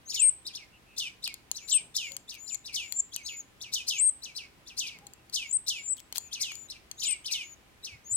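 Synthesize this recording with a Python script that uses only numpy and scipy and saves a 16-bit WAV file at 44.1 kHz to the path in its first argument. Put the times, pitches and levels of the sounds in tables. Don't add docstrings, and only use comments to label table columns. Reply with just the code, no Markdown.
import sys
import numpy as np
from scipy import signal
from scipy.fft import rfft, irfft
from scipy.io import wavfile
from scipy.ndimage import map_coordinates

SR = 44100
rng = np.random.default_rng(int(sys.argv[2]) if len(sys.argv) > 2 else 0)


def materialize(psi):
    bounded = np.clip(np.atleast_2d(psi).T, -1, 1)
    quanta = np.round(bounded * 32767).astype(np.int16)
    wavfile.write(sys.argv[1], SR, quanta)


N = 359856
DROOP_HZ = 950


def undb(db):
    return 10 ** (np.asarray(db) / 20)


def unit(x):
    return x / np.sqrt(np.mean(x ** 2))


def add(out, start, x):
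    i = int(start * SR)
    out[..., i:i + x.shape[-1]] += x[..., :N - i]


def noise(n, points):
    hz, db = np.transpose(points)
    bins_hz = np.maximum(np.arange(n // 2 + 1) * SR / n, 1)
    colour = undb(np.interp(np.log(bins_hz), np.log(hz), db))
    return unit(irfft(rfft(rng.standard_normal(n)) * colour, n))


def wander(n, hz):
    knots = rng.standard_normal(n)[:int(n * hz / SR) + 2]
    return map_coordinates(knots, [np.arange(n) * hz / SR], order=3, mode="nearest")


def turn(hz):
    return 2 * np.pi * np.cumsum(hz) / SR


def fade(t, attack_s, release_s):
    return np.clip(np.minimum(t / attack_s, (t[-1] - t) / release_s), 0, 1)


def panned(x, db):
    gain = undb(np.array([[1], [-1]]) * db / 2)
    return x * gain / np.sqrt(np.mean(gain ** 2, axis=0))


def room_tone(air_db=-62):
    # (frequency [Hz], relative level [dB])
    air_colour = [(12, -27), (30, -9), (60, -3.5), (110, -9), (330, -10), (500, -15.5), (1200, -19.5),
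                  (2600, -19.5), (5000, -27.5), (10000, -31.5), (16000, -35.5)]
    # (frequency [Hz], rms level [dB])
    hum_tones = [(59.3, -81), (119, -75), (365, -89), (790, -81), (1018, -81.5), (1244, -84.5)]
    side_colour = [(hz, db + np.interp(np.log(hz), np.log([200, 1200]), [-8, -1]))
                   for hz, db in air_colour]
    mid = noise(N, air_colour)
    side = undb(-2) * noise(N, side_colour) * np.array([[1], [-1]])
    hum = sum(np.sqrt(2) * undb(db + 1.1 * wander(N, 3)) * np.sin(turn(hz + wander(N, 4.1)))
              for hz, db in hum_tones)
    return (mid + side) * undb(air_db + .5 * wander(N, 1.4)) + hum


def high_voice(hz, droop_hz, db, shudder_hz=424, unstable_hz=7450, unstable_width_hz=430):
    n = len(hz)
    push = np.clip((db + 49.5) / 14, 0, 1)
    shudder = push * np.exp(-((hz - unstable_hz) / unstable_width_hz) ** 2)
    flutter = shudder * np.cos(turn(shudder_hz * (1 + .15 * wander(n, 200))))
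    unsteady = np.interp(hz, [7600, 8300], [1, .25])
    waver = unsteady * (.0056 * wander(n, 110) + .006 * wander(n, 1200))
    phase = turn((hz - droop_hz) * (1 + waver)) + .26 * flutter
    octave_db = np.interp(hz, [7000, 7600], [-18, -40]) - .6 * np.maximum(db + 47, 0)
    tone = np.sin(phase) + undb(octave_db) * np.sin(2 * phase)
    sway = (1 + .5 * flutter) * undb((1.2 * unsteady + 3.4 * shudder) * wander(n, 150))
    return np.sqrt(2) * tone * sway * undb(db)


def whistle(length, hz, db, swell_db, scoop_hz=938, scoop_s=.028, droop_s=.01):
    t = np.arange(int(length * SR)) / SR
    pitch = hz - scoop_hz * np.exp(-t / scoop_s)
    slack = np.interp(swell_db, [4, 9], [1, 0])
    droop = slack * DROOP_HZ * np.exp((t - length) / droop_s)
    level_db = db + swell_db * (t / length) ** 3
    return high_voice(pitch, droop, level_db) * fade(t, attack_s=.03, release_s=.014)


def high_calls():
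    # (time [s], length [s], pitch [Hz], level [dB], swell [dB], left over right [dB])
    whistles = [(.052, 0.16, 6900, -45.5, 12, 6), (1.6, 0.094, 7230, -53, 10, 14),
                (2.01, 0.15, 7050, -48.5, 2.5, 19), (2.375, 0.18, 7160, -47.5, 16, 16),
                (2.79, 0.18, 7120, -50.5, 12, 24), (3.226, .198, 6920, -45, -1, 5.5),
                (3.92, .075, 6780, -46, 14, 7), (5.435, 0.074, 7120, -58, 30, 14),
                (5.74, .14, 7220, -52, 19, 12), (6.14, .152, 7000, -51, 2, 11),
                (6.495, .18, 7090, -46.5, -3.5, 18), (6.965, 0.12, 7160, -48, 23, 5),
                (7.41, 0.14, 6910, -51, 3, 10), (8.04, 0.098, 7040, -47.5, 22, 6)]
    # (time [s], length [s], top pitch [Hz], level [dB], left over right [dB])
    shrieks = [(.19, .11, 8535, -18, 12), (1.711, .067, 8680, -20, 20), (2.513, .048, 7400, -32.5, 14),
               (2.957, 0.053, 7600, -25, 5), (3.362, .05, 7020, -38.5, 2), (3.981, 0.12, 8500, -20.5, 10.5),
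               (5.508, 0.067, 8540, -22.5, 11), (5.87, 0.071, 8150, -27, 11),
               (7.053, 0.085, 8410, -26.5, 22), (8.106, 0.097, 8130, -26, 9)]
    out = np.zeros((2, N))
    for calls, voice in (whistles, whistle), (shrieks, shriek):
        for start, *shape, pan_db in calls:
            add(out, start, panned(voice(*shape), pan_db))
    return out


def by_effort(relaxed, forced, effort):
    return np.interp(effort, [0, 1], [relaxed, forced])


def chirp_pitch(t, lead_hz, peak_hz, effort, rest_hz=1900, rise_s=.008, relax_s=.072):
    slide_hz, let_go_s = by_effort(2510, 3533, effort), by_effort(.016, .008, effort)
    leap = lead_hz + (peak_hz - lead_hz) * np.exp(-(t / rise_s) ** 2)
    let_go = (peak_hz - slide_hz) / (1 + (t / let_go_s) ** 2) ** 2
    slide = rest_hz + (slide_hz - rest_hz) * np.exp(-t / relax_s)
    return np.where(t < 0, leap, slide + let_go)


def chirp_level(t, length, effort, peak_db, slide_db):
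    lead_db = peak_db + by_effort(-8.5, -6, effort)
    tail_db = by_effort(-55.5, -43, effort ** 2)
    points = [(t[0], lead_db - 15.5), (-.022, lead_db - 6), (-.013, lead_db + 3),
              (-.009, peak_db), (.005, peak_db), (.016, (peak_db + slide_db) / 2 - 1),
              (min(.035, length / 2), slide_db), (.78 * length, tail_db),
              (length, tail_db - 12.5), (length + .01, tail_db - 32)]
    return np.interp(t, *np.transpose(points)) + .85


def chirp(lead_s, length, lead_hz, peak_hz, effort, peak_db, slide_db):
    t = np.arange(-lead_s, length + .01, 1 / SR)
    n = len(t)
    hz = chirp_pitch(t, lead_hz, peak_hz, effort)
    force = np.clip((slide_db + 50) / 11, 0, 1)
    shelf = np.interp(t, [-.014, -.008], [1, 0])
    strain = (1 - shelf) / (1 + (t / .013) ** 2)
    buzz_hz = by_effort(271.8, 543.3, effort ** 2) * (1 + 1.1 * strain)
    flutter = turn(buzz_hz * (1 + (.08 + .12 * strain) * wander(n, 397.7)))
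    depth = .6 + .25 * strain * effort - .45 * shelf * (1 - force)
    jitter = .011 + .0067 * strain + .0191 * shelf * force
    phase = turn(hz * (1 + jitter * wander(n, 1005) + .012 * wander(n, 70))) + depth * np.sin(flutter)
    pulse = unit(np.exp(depth * np.cos(flutter))) * undb(2.4 * wander(n, 400))
    bright_db = np.interp(t, [-.014, -.004, .02], [-9, -15, -17]) + by_effort(-3, -.5, effort)
    tone = np.sin(phase)
    for k in range(2, 5):
        beak_db = np.interp(k * hz, [9000, 12000, 18000], [0, -4, -22])
        tone += undb(bright_db + beak_db - 4.94 * (k - 3)) * np.sin(k * phase) * (k * hz < SR * .42)
    rasp_db = np.interp(t, [-.03, .004, .03], [-10, -18, -21]) + force * (3 + 3 * shelf)
    rasp = noise(n, [(1400, -23.5), (3000, -11), (5500, 6), (8000, -2.5), (11000, -12.5), (15000, -14.5)])
    voice = np.sqrt(2) * tone * undb(-4 * shelf * force) + rasp * undb(rasp_db)
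    return voice * pulse * undb(chirp_level(t, length, effort, peak_db, slide_db))


def chirps(lead_s=.028):
    # (time of peak [s], slide length [s], lead-in pitch [Hz], peak pitch [Hz],
    # effort [0-1], peak level [dB], slide level [dB])
    calls = [(0.108, 0.065, 4000, 5640, 0.07, -37.5, -59), (0.153, 0.13, 3700, 5740, 0.9, -34, -39),
             (0.476, 0.049, 3650, 4950, 0.2, -37.5, -60), (0.56, 0.097, 3300, 5730, 0.14, -38.5, -56),
             (.991, .11, 3500, 6370, 1, -33, -37.5), (1.25, 0.1, 3800, 5070, 0.2, -35, -44),
             (1.57, 0.086, 3950, 6180, 0.34, -39, -61), (1.704, 0.11, 3900, 6540, 0.93, -33, -36.5),
             (1.97, .14, 3650, 5490, 0.96, -30.5, -40.5), (2.304, .09, 3500, 6160, 0.42, -40, -55),
             (2.488, 0.077, 4100, 5700, 0.08, -45, -55.5), (2.667, 0.1, 3750, 5690, 0.26, -41, -51),
             (2.754, 0.13, 4200, 6190, 0.87, -33, -37.5), (3.144, 0.098, 3350, 6230, 0.32, -41.5, -52),
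             (3.274, .11, 3950, 5450, 0.31, -38, -48), (3.626, 0.087, 3400, 5950, 0.28, -43, -51),
             (3.746, 0.087, 3700, 5800, 0.95, -32, -38.5), (3.893, 0.13, 4200, 5480, 0.93, -30.5, -37),
             (4.245, 0.087, 3950, 6250, 0.37, -40, -50), (4.373, 0.1, 4050, 5520, 0.34, -39, -48),
             (4.684, 0.058, 3500, 5950, 0.18, -48, -52), (4.794, 0.11, 4200, 6200, 0.81, -32, -39),
             (4.876, .11, 3200, 5480, 0.3, -41.5, -51), (5.353, 0.13, 4200, 6450, 0.94, -30.5, -38.5),
             (5.692, 0.13, 3850, 5730, 0.98, -29, -38.5), (6.34, 0.12, 3200, 6070, 0.26, -36.5, -49),
             (6.423, 0.12, 4200, 6550, 0.99, -30.5, -42), (6.712, 0.07, 3800, 5530, 0.33, -42, -61.5),
             (7.007, 0.14, 3700, 6280, 0.32, -39.5, -47), (7.042, 0.13, 3100, 5200, 0.95, -33, -40),
             (7.268, 0.14, 3100, 5290, 0.32, -35.5, -45), (7.329, 0.13, 3800, 5840, 0.98, -30, -38.5),
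             (7.855, 0.12, 3850, 5930, 0.32, -39.5, -50.5)]
    # (frequency [Hz], left over right [dB])
    beam = [(2500, 0.6), (5500, 8), (8000, 13), (11000, 13)]
    out = np.zeros(N)
    for peak_time, *shape in calls:
        add(out, peak_time - lead_s, chirp(lead_s, *shape))
    beam_db = np.interp(np.arange(N // 2 + 1) * SR / N, *np.transpose(beam))
    return irfft(panned(rfft(out), beam_db), N)


def shriek(length, hz, db, break_hz=7240, break_db=-7, climb_at_s=.025, climb_s=.0056):
    t = np.arange(int(length * SR)) / SR
    climb = 1 / (1 + np.exp((climb_at_s - t) / climb_s))
    top_hz = hz - 900 * (t - climb_at_s)
    pitch = break_hz + (top_hz - break_hz) * climb
    droop = DROOP_HZ * np.exp((t - length) / .007)
    level_db = db + break_db * (1 - climb)
    return high_voice(pitch, droop, level_db) * fade(t, attack_s=.0091, release_s=.0055)


def hoarse_notes():
    # (time [s], length [s], pitch [Hz], level [dB])
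    notes = [(0.714, 0.079, 2750, -60), (0.854, 0.14, 2610, -61.5), (5.139, .11, 2620, -70.5),
             (5.975, 0.025, 3200, -51), (6.195, 0.19, 2540, -65)]
    out = np.zeros(N)
    for start, length, hz, db in notes:
        n = int(length * SR)
        tone = np.sin(turn(hz * (1 + .052 * wander(n, 783))))
        add(out, start, undb(db) * np.sqrt(2 * np.hanning(n)) * tone)
    return out


def spatula_taps(accent_db=8, delay_s=.0015):
    # (time [s], level [dB], brightest ring [Hz])
    taps = [(1.275, -21.5, 3300), (1.34, -23.5, 12600), (1.513, -11.5, 8600), (2.118, -25, 6600),
            (2.165, -18.5, 7570), (2.544, -20.5, 6940), (2.922, -12.5, 8500), (3.161, -16, 10700),
            (4.986, -39, 1570), (5.067, -29.5, 6150), (5.134, -34.5, 7260), (5.296, -36.5, 4000),
            (6.124, -21, 3160), (6.157, -19.5, 4250), (6.173, -34, 3330), (6.18, -13.5, 11800),
            (6.517, -28, 2270), (6.553, -27, 6660), (6.912, -21.5, 6400), (7.109, -19, 8100)]
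    # (frequency [Hz], level [dB], t60 [s])
    cup_modes = [(900, -12, 0.0084), (3223, -6, 0.03), (4395, 3, 0.015), (6430, 2, 0.011),
                 (7380, 1.5, 0.016), (9350, -5, 0.016), (10300, -7.5, 0.013), (11980, -2.5, 0.0071),
                 (14300, -22, 0.0072)]
    out, t = np.zeros((2, N)), np.arange(SR // 25) / SR
    for start, db, bright_hz in taps:
        ring = 0
        for hz, mode_db, t60 in cup_modes:
            nearness = np.exp(-(np.log(hz / bright_hz) / .49) ** 2)
            struck_db = mode_db + 2.5 * rng.standard_normal() + accent_db * (nearness - 1)
            detuned_hz = hz * (1 + .019 * rng.standard_normal())
            ring += undb(struck_db - 60 * t / t60) * np.sin(2 * np.pi * (detuned_hz * t + rng.random()))
        click_colour = [(bright_hz / 15, -30), (bright_hz * .6, 0), (16000, -3)]
        click = undb(1) * noise(len(t), click_colour) * np.exp(-t / .0009)
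        hit = (ring + click) * (1 - np.exp(-t / .000067))
        add(out, start + delay_s, panned(hit / np.abs(hit).max() * undb(db + 1), db=8))
    return out


def finger_rustles():
    # (time [s], length [s], level [dB])
    rubs = [(1.658, 0.35, -63.5), (2.021, 0.31, -66), (4.536, 0.12, -67.5), (4.849, 0.32, -63.5)]
    out = np.zeros(N)
    for start, length, db in rubs:
        n = int(length * SR)
        rub = noise(n, [(70, -15), (170, 5), (350, -4.5), (800, -4.5), (1600, -18), (6000, -35.5)])
        add(out, start, rub * np.hanning(n) * undb(db + 2.5 * wander(n, 40)))
    return out


def hand_bumps(attack_s=.0088):
    # (time [s], pitch [Hz], level [dB], t60 [s])
    bumps = [(2.105, 551, -51, 0.24), (5.02, 799, -51, 0.27), (7.919, 100, -45.5, 0.25),
             (8.11, 100, -42, 0.17)]
    out, t = np.zeros(N), np.arange(SR // 3) / SR
    for start, hz, db, t60 in bumps:
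        envelope = undb(db - 60 * t / t60) * (1 - np.exp(-t / attack_s))
        add(out, start, envelope * np.sin(turn(hz + 18 * wander(len(t), 80))))
    return out


def scratches(tick_count=14, tick_s=.0013):
    # (time [s], length [s], level [dB])
    clusters = [(2.321, 0.044, -50), (5.958, 0.059, -52.5), (6.139, 0.05, -39.5)]
    out = np.zeros(N)
    for start, length, db in clusters:
        t = np.arange(int(length * SR)) / SR
        age = t - length * rng.random((tick_count, 1))
        grains = np.sum(np.exp(-np.abs(age) / tick_s) * (age > 0), axis=0) * np.hanning(len(t))
        hiss = noise(len(t), [(1500, -25), (3300, -2), (7000, -6), (14000, -10)])
        add(out, start, undb(db) * unit(grains * hiss))
    return panned(out, db=16)


def delay_right(x, samples):
    return np.array([x[0], np.pad(x[1], (samples, 0))[:N]])


def reverb(x, t60):
    t = np.arange(SR // 2) / SR
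    envelope = undb(-60 * t / t60) * np.clip(t / .0016, 0, 1)
    colour = [(3000, 3.5), (8500, 1), (15000, -8.5)]
    echoes = np.array([noise(len(t), colour) * envelope for _ in range(2)])
    echoes /= np.sqrt(np.sum(echoes ** 2, axis=1, keepdims=True))
    return signal.fftconvolve(x[:1], echoes, axes=1)[:, :N]


def scene():
    buzzy = delay_right(chirps(), samples=3)
    shrill = delay_right(high_calls(), samples=1)
    taps = delay_right(spatula_taps(), samples=4)
    scatter = reverb(undb(-13) * buzzy + undb(-19.5) * shrill + undb(-29.5) * taps, t60=.033)
    tail = reverb(undb(-12) * buzzy + undb(-20.5) * shrill + undb(-21) * taps, t60=.28)
    small_sounds = scratches() + hoarse_notes() + hand_bumps() + finger_rustles()
    return buzzy + shrill + taps + scatter + tail + small_sounds + room_tone()


def record(dry):
    return signal.sosfilt(signal.ellip(8, .2, 70, 16000, fs=SR, output="sos"), dry)


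dry = scene()
out = record(dry)
materialize(out)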